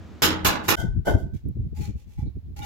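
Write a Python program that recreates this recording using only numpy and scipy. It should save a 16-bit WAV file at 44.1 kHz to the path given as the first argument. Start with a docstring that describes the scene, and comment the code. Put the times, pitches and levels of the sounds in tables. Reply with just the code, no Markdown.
"""A bare, ringing room: a hammer drives a chisel into the wall, three hard blows.
Each cracks the masonry, rings the steel and sets the wall booming. Abrupt change to a second
bare room, where bricks are knocked, set down and dragged on a gritty floor.
Puffs of air buffet the two microphone ports, mostly in the second room."""
import sys
import numpy as np
from scipy import signal
from scipy.fft import rfft, irfft
from scipy.io import wavfile

SR = 44100
rng = np.random.default_rng(int(sys.argv[2]) if len(sys.argv) > 2 else 0)


def pcm_store(signal):
    """Save signal as 16-bit PCM."""
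    levels = np.round(np.clip(np.atleast_2d(signal), -1, 1) * 32767)
    wavfile.write(sys.argv[1], SR, levels.astype(np.int16).T)


N = 116865
EVENT_SAMPLES = 48000
ROOM_HOLD_S = 0.016  # early echoes hold the level
# decay of the second room: f/Hz, t60/s
ROOM_DECAY = [(200, 0.56), (700, 0.27), (7000, 0.23), (13000, 0.13)]
# spectrum of crushed grit: f/Hz, level/dB
GRIT_SPECTRUM = [(200, 13), (900, -5), (1200, -9), (2300, 1), (3500, -2.5), (7000, -2), (8800, -11),
                 (12000, -6.5), (15500, -11.5)]


def undb(db):
    """Decibels to gain."""
    return 10 ** (np.asarray(db) / 20)


def unit(x):
    """Each channel to rms 1."""
    return x / np.sqrt(np.mean(x ** 2, axis=-1, keepdims=True))


def lookup(points, hz):
    """Interpolate (f/Hz, value) points over log frequency."""
    f, v = np.array(points).T
    return np.interp(np.log(np.maximum(hz, 1)), np.log(f), v)


def pan(db):
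    """Channel gains for a left-minus-right level difference."""
    return undb(np.array([[db], [-db]]) / 2)


def blend(x, share):
    """Correlate two independent channels by share, 0 to 1."""
    mid = (x[0] + x[1]) / 2 * np.sqrt(1 + share)
    side = (x[0] - x[1]) / 2 * np.sqrt(1 - share)
    return np.array([mid + side, mid - side])


def add(out, start_s, sound):
    """Mix a sound in at its time."""
    i = max(int(start_s * SR), 0)
    out[:, i:i + sound.shape[1]] += sound[:, :max(N - i, 0)]


def noise(colour, size):
    """Coloured noise, channels independent."""
    gain = undb(lookup(colour, np.fft.rfftfreq(size, 1 / SR)))
    return unit(irfft(rfft(rng.standard_normal((2, size))) * gain, size))


def envelope(rise_s, hold_s, t60_s):
    """Linear rise; exponential fall from hold_s after onset."""
    age = np.arange(EVENT_SAMPLES) / SR
    attack = np.minimum(age / max(rise_s, 1 / SR), 1)
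    return attack * np.exp(-np.log(1000) * np.maximum(age - hold_s, 0) / t60_s)


def flutter(rate_hz):
    """Smooth random motion per channel, spread near 1."""
    at = np.arange(EVENT_SAMPLES) / SR * rate_hz
    knots = rng.standard_normal((2, EVENT_SAMPLES // 8))
    return np.array([np.interp(at, np.arange(len(row)), row) for row in knots])


def burst(colour, decays, rise_s, hold_s, tilt_db_oct=0, pan_db_oct=0):
    """A contact smeared by bare walls: grainy, unevenly coloured echoes; treble dies first."""
    hz = np.maximum(np.fft.rfftfreq(EVENT_SAMPLES, 1 / SR), 1)
    octaves = np.log2(hz / 2000)
    grains = rng.standard_normal((2, EVENT_SAMPLES)) * undb(1.5 * flutter(rate_hz=900))
    ripple_step_hz = 127.2
    ripple = np.interp(hz / ripple_step_hz, np.arange(EVENT_SAMPLES), rng.standard_normal(EVENT_SAMPLES))
    ripple_db = 4.5 * ripple * np.sqrt(np.minimum(hz / 2500, 2500 / hz))
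    gain = undb(lookup(colour, hz) + tilt_db_oct * octaves + ripple_db)
    echoes = unit(irfft(rfft(grains) * gain))
    spectrum = rfft(echoes) * pan(pan_db_oct) ** octaves
    centres_hz, out = np.geomspace(60, 16000, 14), 0
    for centre_hz, weights in zip(centres_hz, np.eye(len(centres_hz))):
        band = irfft(spectrum * np.interp(np.log(hz), np.log(centres_hz), weights))
        out = out + band * envelope(rise_s, hold_s, lookup(decays, centre_hz))
    return out


def ring(modes, rise_s, hold_s, steady):
    """Decaying modes; overlapping echoes make level and phase waver about a steady part."""
    age, out = np.arange(EVENT_SAMPLES) / SR, 0
    for hz, db, t60_s in modes:
        blur_hz = 45 * min(hz / 500, 2) + 0.025 * hz
        phasor = steady * np.exp(2j * np.pi * rng.random((2, 1)))
        phasor = phasor + flutter(blur_hz) + 1j * flutter(blur_hz)
        tone = (phasor * np.exp(2j * np.pi * hz * age)).real
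        fall = envelope(rise_s, hold_s, t60_s)
        out = out + undb(db) * unit(tone * fall) * np.sqrt(np.mean(fall ** 2))
    return out


def chisel():
    """Blows snap, echo, ring the steel and set the wall booming; the chisel is lightly reseated."""
    # hammer blows: t/s, level/dB, tilt/(dB/oct), rise/s, boom/dB, bite/Hz
    blows = [(0.2202, -16.5, -0.81, 0.00062, -1.5, 3760), (0.4458, -18.5, -0.5, 0.0048, -4.5, 900.5),
             (.679, -19, -1.07, 0.0074, -3, 1850)]
    # steel on masonry: f/Hz, level/dB
    crack_spectrum = [(40, -13.5), (130, -2), (300, 1), (600, -6.5), (1000, -3.5), (1900, -4.5),
                      (2800, -6.5), (6800, -6), (8700, -16.5), (10500, -11.5), (13000, -9), (15500, -16.5)]
    # decay of the first room: f/Hz, t60/s
    hall_decay = [(100, 1.1), (300, 0.67), (700, 0.67), (1800, 0.42), (4800, 0.27), (8000, 0.19),
                  (13000, 0.15)]
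    # decay of the direct snap: f/Hz, t60/s
    snap_decay = [(1500, .03), (8000, .008)]
    # chisel and hammer head: f/Hz, level/dB, t60/s
    steel_modes = [(843, -32.5, 0.62), (1022, -37, 0.39), (1268, -40.5, 0.28), (1449, -34, 0.6),
                   (2024, -43, 0.87), (2850, -33, .35), (3697, -46, 0.18), (3820, -36, 0.42),
                   (5250, -41.5, 0.19), (6600, -39.5, 0.18), (11680, -31, 0.098), (12340, -29.5, 0.081),
                   (13760, -32.5, 0.09)]
    # wall and room: f/Hz, level/dB, t60/s
    wall_modes = [(86.6, -36, 0.99), (180.94, -38.5, 1.5), (268.4, -38.5, 0.53), (314.5, -33.5, 1)]
    # chisel set on the wall: t/s, level/dB, rise/s
    seatings = [(0.632, -42.5, .015)]
    hold_s, snap_db = 0.034, -4
    bite_db, bite_oct = 5.5, 0.7  # each bite stresses its own band
    out = np.zeros((2, N))
    for start_s, db, tilt_db_oct, rise_s, boom_db, bite_hz in blows:
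        colour = [(hz, band_db + bite_db * np.exp(-(np.log2(hz / bite_hz) / bite_oct) ** 2))
                  for hz, band_db in crack_spectrum]
        crumble = undb(1.7 * flutter(rate_hz=190))  # masonry gives way in jerks
        crack = undb(db) * burst(colour, hall_decay, rise_s, hold_s, tilt_db_oct, pan_db_oct=-0.5)
        snap = burst(colour, snap_decay, 0, 0, tilt_db_oct)[:1]
        add(out, start_s + rise_s, undb(db + snap_db) * snap)
        detune = 1 + 0.004 * rng.uniform(-1, 1)  # grip and bite shift the pitch
        modes = [(hz * detune, mode_db, t60_s) for hz, mode_db, t60_s in steel_modes]
        steel = ring(modes, rise_s, hold_s, steady=1)
        boom = undb(boom_db) * blend(ring(wall_modes, rise_s=0.028, hold_s=0.099, steady=3.5), share=1)
        add(out, start_s, crack * crumble * pan(db=-3) + steel * pan(db=-0.5) + boom)
    for start_s, db, rise_s in seatings:
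        add(out, start_s, undb(db) * burst(GRIT_SPECTRUM, hall_decay, rise_s, hold_s=0.053))
    return out


def knocks():
    """The first brick meets the floor: clink, dull thud, crunch of grit; the last, faint contact is the second
    brick scuffing."""
    # contacts: t/s, ring/dB, thud/dB, grit/dB, rise/s
    contacts = [(.762, 2.5, -31.5, -38, 0.045), (1.048, -7.5, -36.5, -44, 0.016),
                (1.069, 4.5, -18, -41, 0.0026), (1.175, -36, -53, -57, 0.0054)]
    # first brick: f/Hz, level/dB, t60/s
    brick_modes = [(886, -42, 0.34), (1496, -32, 0.3), (1532, -43, 0.44), (2084, -49, 0.28),
                   (3090, -48, .22)]
    # floor thud: f/Hz, level/dB
    thud_spectrum = [(80, -9.5), (250, -11.5), (390, -4.5), (490, -13.5), (680, -3), (820, -13.5),
                     (1080, -33), (2000, -38), (4000, -67)]
    # crushed grit, coloured by the brick: f/Hz, level/dB
    crunch_spectrum = [(1900, -0.5), (2600, -14), (3200, 4.5), (4250, -8), (4650, -1.5), (7500, -2.5),
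                       (8800, -10.5), (11000, -3), (15500, -7.5)]
    out = np.zeros((2, N))
    for start_s, ring_db, thud_db, grit_db, rise_s in contacts:
        clink = undb(ring_db) * ring(brick_modes, rise_s, ROOM_HOLD_S, steady=0.34)
        thud = undb(thud_db) * blend(burst(thud_spectrum, ROOM_DECAY, rise_s, ROOM_HOLD_S), share=0.29)
        crunch = undb(grit_db) * grit(crunch_spectrum, rise_s, hold_s=0.035)
        add(out, start_s, clink + thud * pan(db=-1) + crunch)
    return out


def scrapes():
    """The second brick slides on grit, which rings it, then clacks against its neighbour."""
    # drags and touches: t/s, rise/s, ring/dB, grit/dB, pan/dB
    drags = [(1.33, 0.014, -37, -59.5, 1), (1.743, 0.031, -8, -51.5, -0.5), (1.788, 0.042, -2, -44.5, -0.5),
             (1.95, 0.039, -28.5, -60, -2), (2.049, 0.08, -30, -61, -1), (2.174, 0.011, -6, -60, -2),
             (2.561, 0.0049, -1.5, -47, 0.5), (2.589, 0.0034, 4, -61, 0), (2.616, 0.024, 6, -41, 0)]
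    # second brick: f/Hz, level/dB, t60/s
    brick_modes = [(832, -46, 0.18), (1090, -72.5, 0.16), (1430, -67, 0.25), (2010, -62, .2),
                   (2300, -60, 0.38)]
    # brick on brick: f/Hz, level/dB, t60/s
    clack_modes = [(1403, -50.5, 0.25), (2870, -47.5, .11), (3650, -48, 0.099)]
    out = np.zeros((2, N))
    for start_s, rise_s, ring_db, grit_db, pan_db in drags:
        hold_s = rise_s + 0.024
        body = undb(ring_db) * ring(brick_modes, rise_s, hold_s, steady=0.54)
        crunch = undb(grit_db) * grit(GRIT_SPECTRUM, rise_s, hold_s)
        add(out, start_s, pan(pan_db) * (body + crunch))
    clack = ring(clack_modes, rise_s=0.0017, hold_s=ROOM_HOLD_S, steady=0.44)
    add(out, start_s=2.618, sound=clack)
    return out


def grit(colour, rise_s, hold_s):
    """Grains catch and slip under a brick: a crunch in short jerks."""
    return burst(colour, ROOM_DECAY, rise_s, hold_s) * undb(2 * flutter(rate_hz=190)[0])


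def chips():
    """Loose stone chips tick and squeak."""
    # ticks and squeaks: t/s, level/dB, f/Hz, width/Hz, rise/s, t60/s
    ticks = [(1.486, -52, 13500, 4960, 0.0012, 0.0091), (2.251, -65, 4020, 500, 0.024, 0.14)]
    out = np.zeros((2, N))
    for start_s, db, hz, width_hz, rise_s, t60_s in ticks:
        colour = [(max(hz - 2 * width_hz, 20), -35), (hz, 0), (hz + 2 * width_hz, -35)]
        add(out, start_s, undb(db) * noise(colour, EVENT_SAMPLES) * envelope(rise_s, rise_s, t60_s))
    return out


def eddy(swell, corner_hz):
    """A swell of low-passed turbulence; the port cuts the deep bass."""
    port_hz, top_hz, order = 66, 380, 2.805
    hz = np.fft.rfftfreq(len(swell), 1 / SR)
    highpass = hz ** 3 / np.hypot(hz ** 3, port_hz ** 3)
    lowpass = 1 / np.hypot(1, (hz / corner_hz) ** order) / np.hypot(1, (hz / top_hz) ** order)
    turbulence = blend(rng.standard_normal((2, len(swell))), share=0.13) * swell
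    pressure = irfft(rfft(turbulence) * highpass * lowpass)
    return unit(pressure) * np.sqrt(np.mean(swell ** 2))


def buffets():
    """Short eddies thump the two ports unequally; each core reaches higher than its skirts."""
    # air puffs: centre t/s, time scale/s, level/dB, pan/dB, nominal corner/Hz
    puffs = [(0.475, 0.022, -24.5, 0.5, 80), (0.799, 0.01, -30, 10.5, 113.4), (0.846, 0.01, -23.5, 14, 200),
             (0.885, 0.036, -25.5, 7.5, 52.85), (0.978, 0.025, -20, 6.5, 92.6),
             (1.114, 0.021, -28.5, 16.5, 89), (1.156, 0.012, -14, 8, 105), (1.254, 0.04, -29.5, -7.5, 91),
             (1.349, 0.013, -26, -5.5, 114.6), (1.467, 0.015, -26, -3, 132),
             (1.498, 0.017, -27.5, -3, 108.4), (1.572, 0.012, -29.5, 8, 125),
             (1.606, 0.022, -24.5, -1.5, 105.5), (1.663, 0.028, -30.5, -3.5, 102),
             (1.731, 0.007, -28.5, 8, 135), (1.807, 0.024, -26.5, 5, 116), (1.892, 0.02, -27.5, 5.5, 122),
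             (1.96, 0.0086, -24, -2, 80), (2.085, 0.027, -46, 16.5, 87), (2.191, 0.0056, -23.5, 3, 74.4),
             (2.232, 0.0099, -25.5, -6.5, 129), (2.268, 0.029, -28, -2.5, 103),
             (2.372, 0.0086, -25.5, -1.5, 110), (2.497, 0.049, -37.5, 0.5, 97), (2.617, 0.046, -36, -5, 94)]
    out, size = np.zeros((2, N)), 2 ** 14
    offset_s = (np.arange(size) - size // 2) / SR
    for centre_s, scale_s, db, pan_db, corner_hz in puffs:
        swell = np.exp(1 - np.hypot(offset_s / scale_s, 1)) ** 1.45
        skirts = eddy(swell, 0.76 * corner_hz)
        core = undb(-5) * eddy(swell ** 2, 2 * corner_hz)
        add(out, centre_s + offset_s[0], undb(db) * pan(pan_db) * (skirts + core))
    return out


def hall_air():
    """Steady rumble of the first room."""
    # background: f/Hz, level/dB
    spectrum = [(25, -23), (83, 6), (130, -11.5), (195, -4.5), (550, -20.5), (1500, -26.5), (7000, -42.5),
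                (9000, -54), (15500, -55)]
    return undb(-42) * blend(noise(spectrum, N), share=0.57)


def room_air():
    """Steady rumble and faint hiss of the second room."""
    # background: f/Hz, level/dB
    spectrum = [(25, -3.5), (75, 7), (250, -20), (500, -29), (1200, -39), (4000, -43), (9000, -54.5),
                (15500, -46.5)]
    return undb(-46.5) * noise(spectrum, N)


def scene():
    """Chiselling room, then brick room; air buffets the ports."""
    t, change_s = np.arange(N) / SR, 0.755
    first = chisel() + hall_air()
    second = knocks() + scrapes() + chips() + room_air()
    return np.where(t < change_s, first, second) + buffets()


def record(dry):
    """Recorder: steep low-pass."""
    top_hz = 15900
    return signal.sosfilt(signal.ellip(8, .2, 70, top_hz, fs=SR, output="sos"), dry)


dry = scene()
out = record(dry)
pcm_store(out)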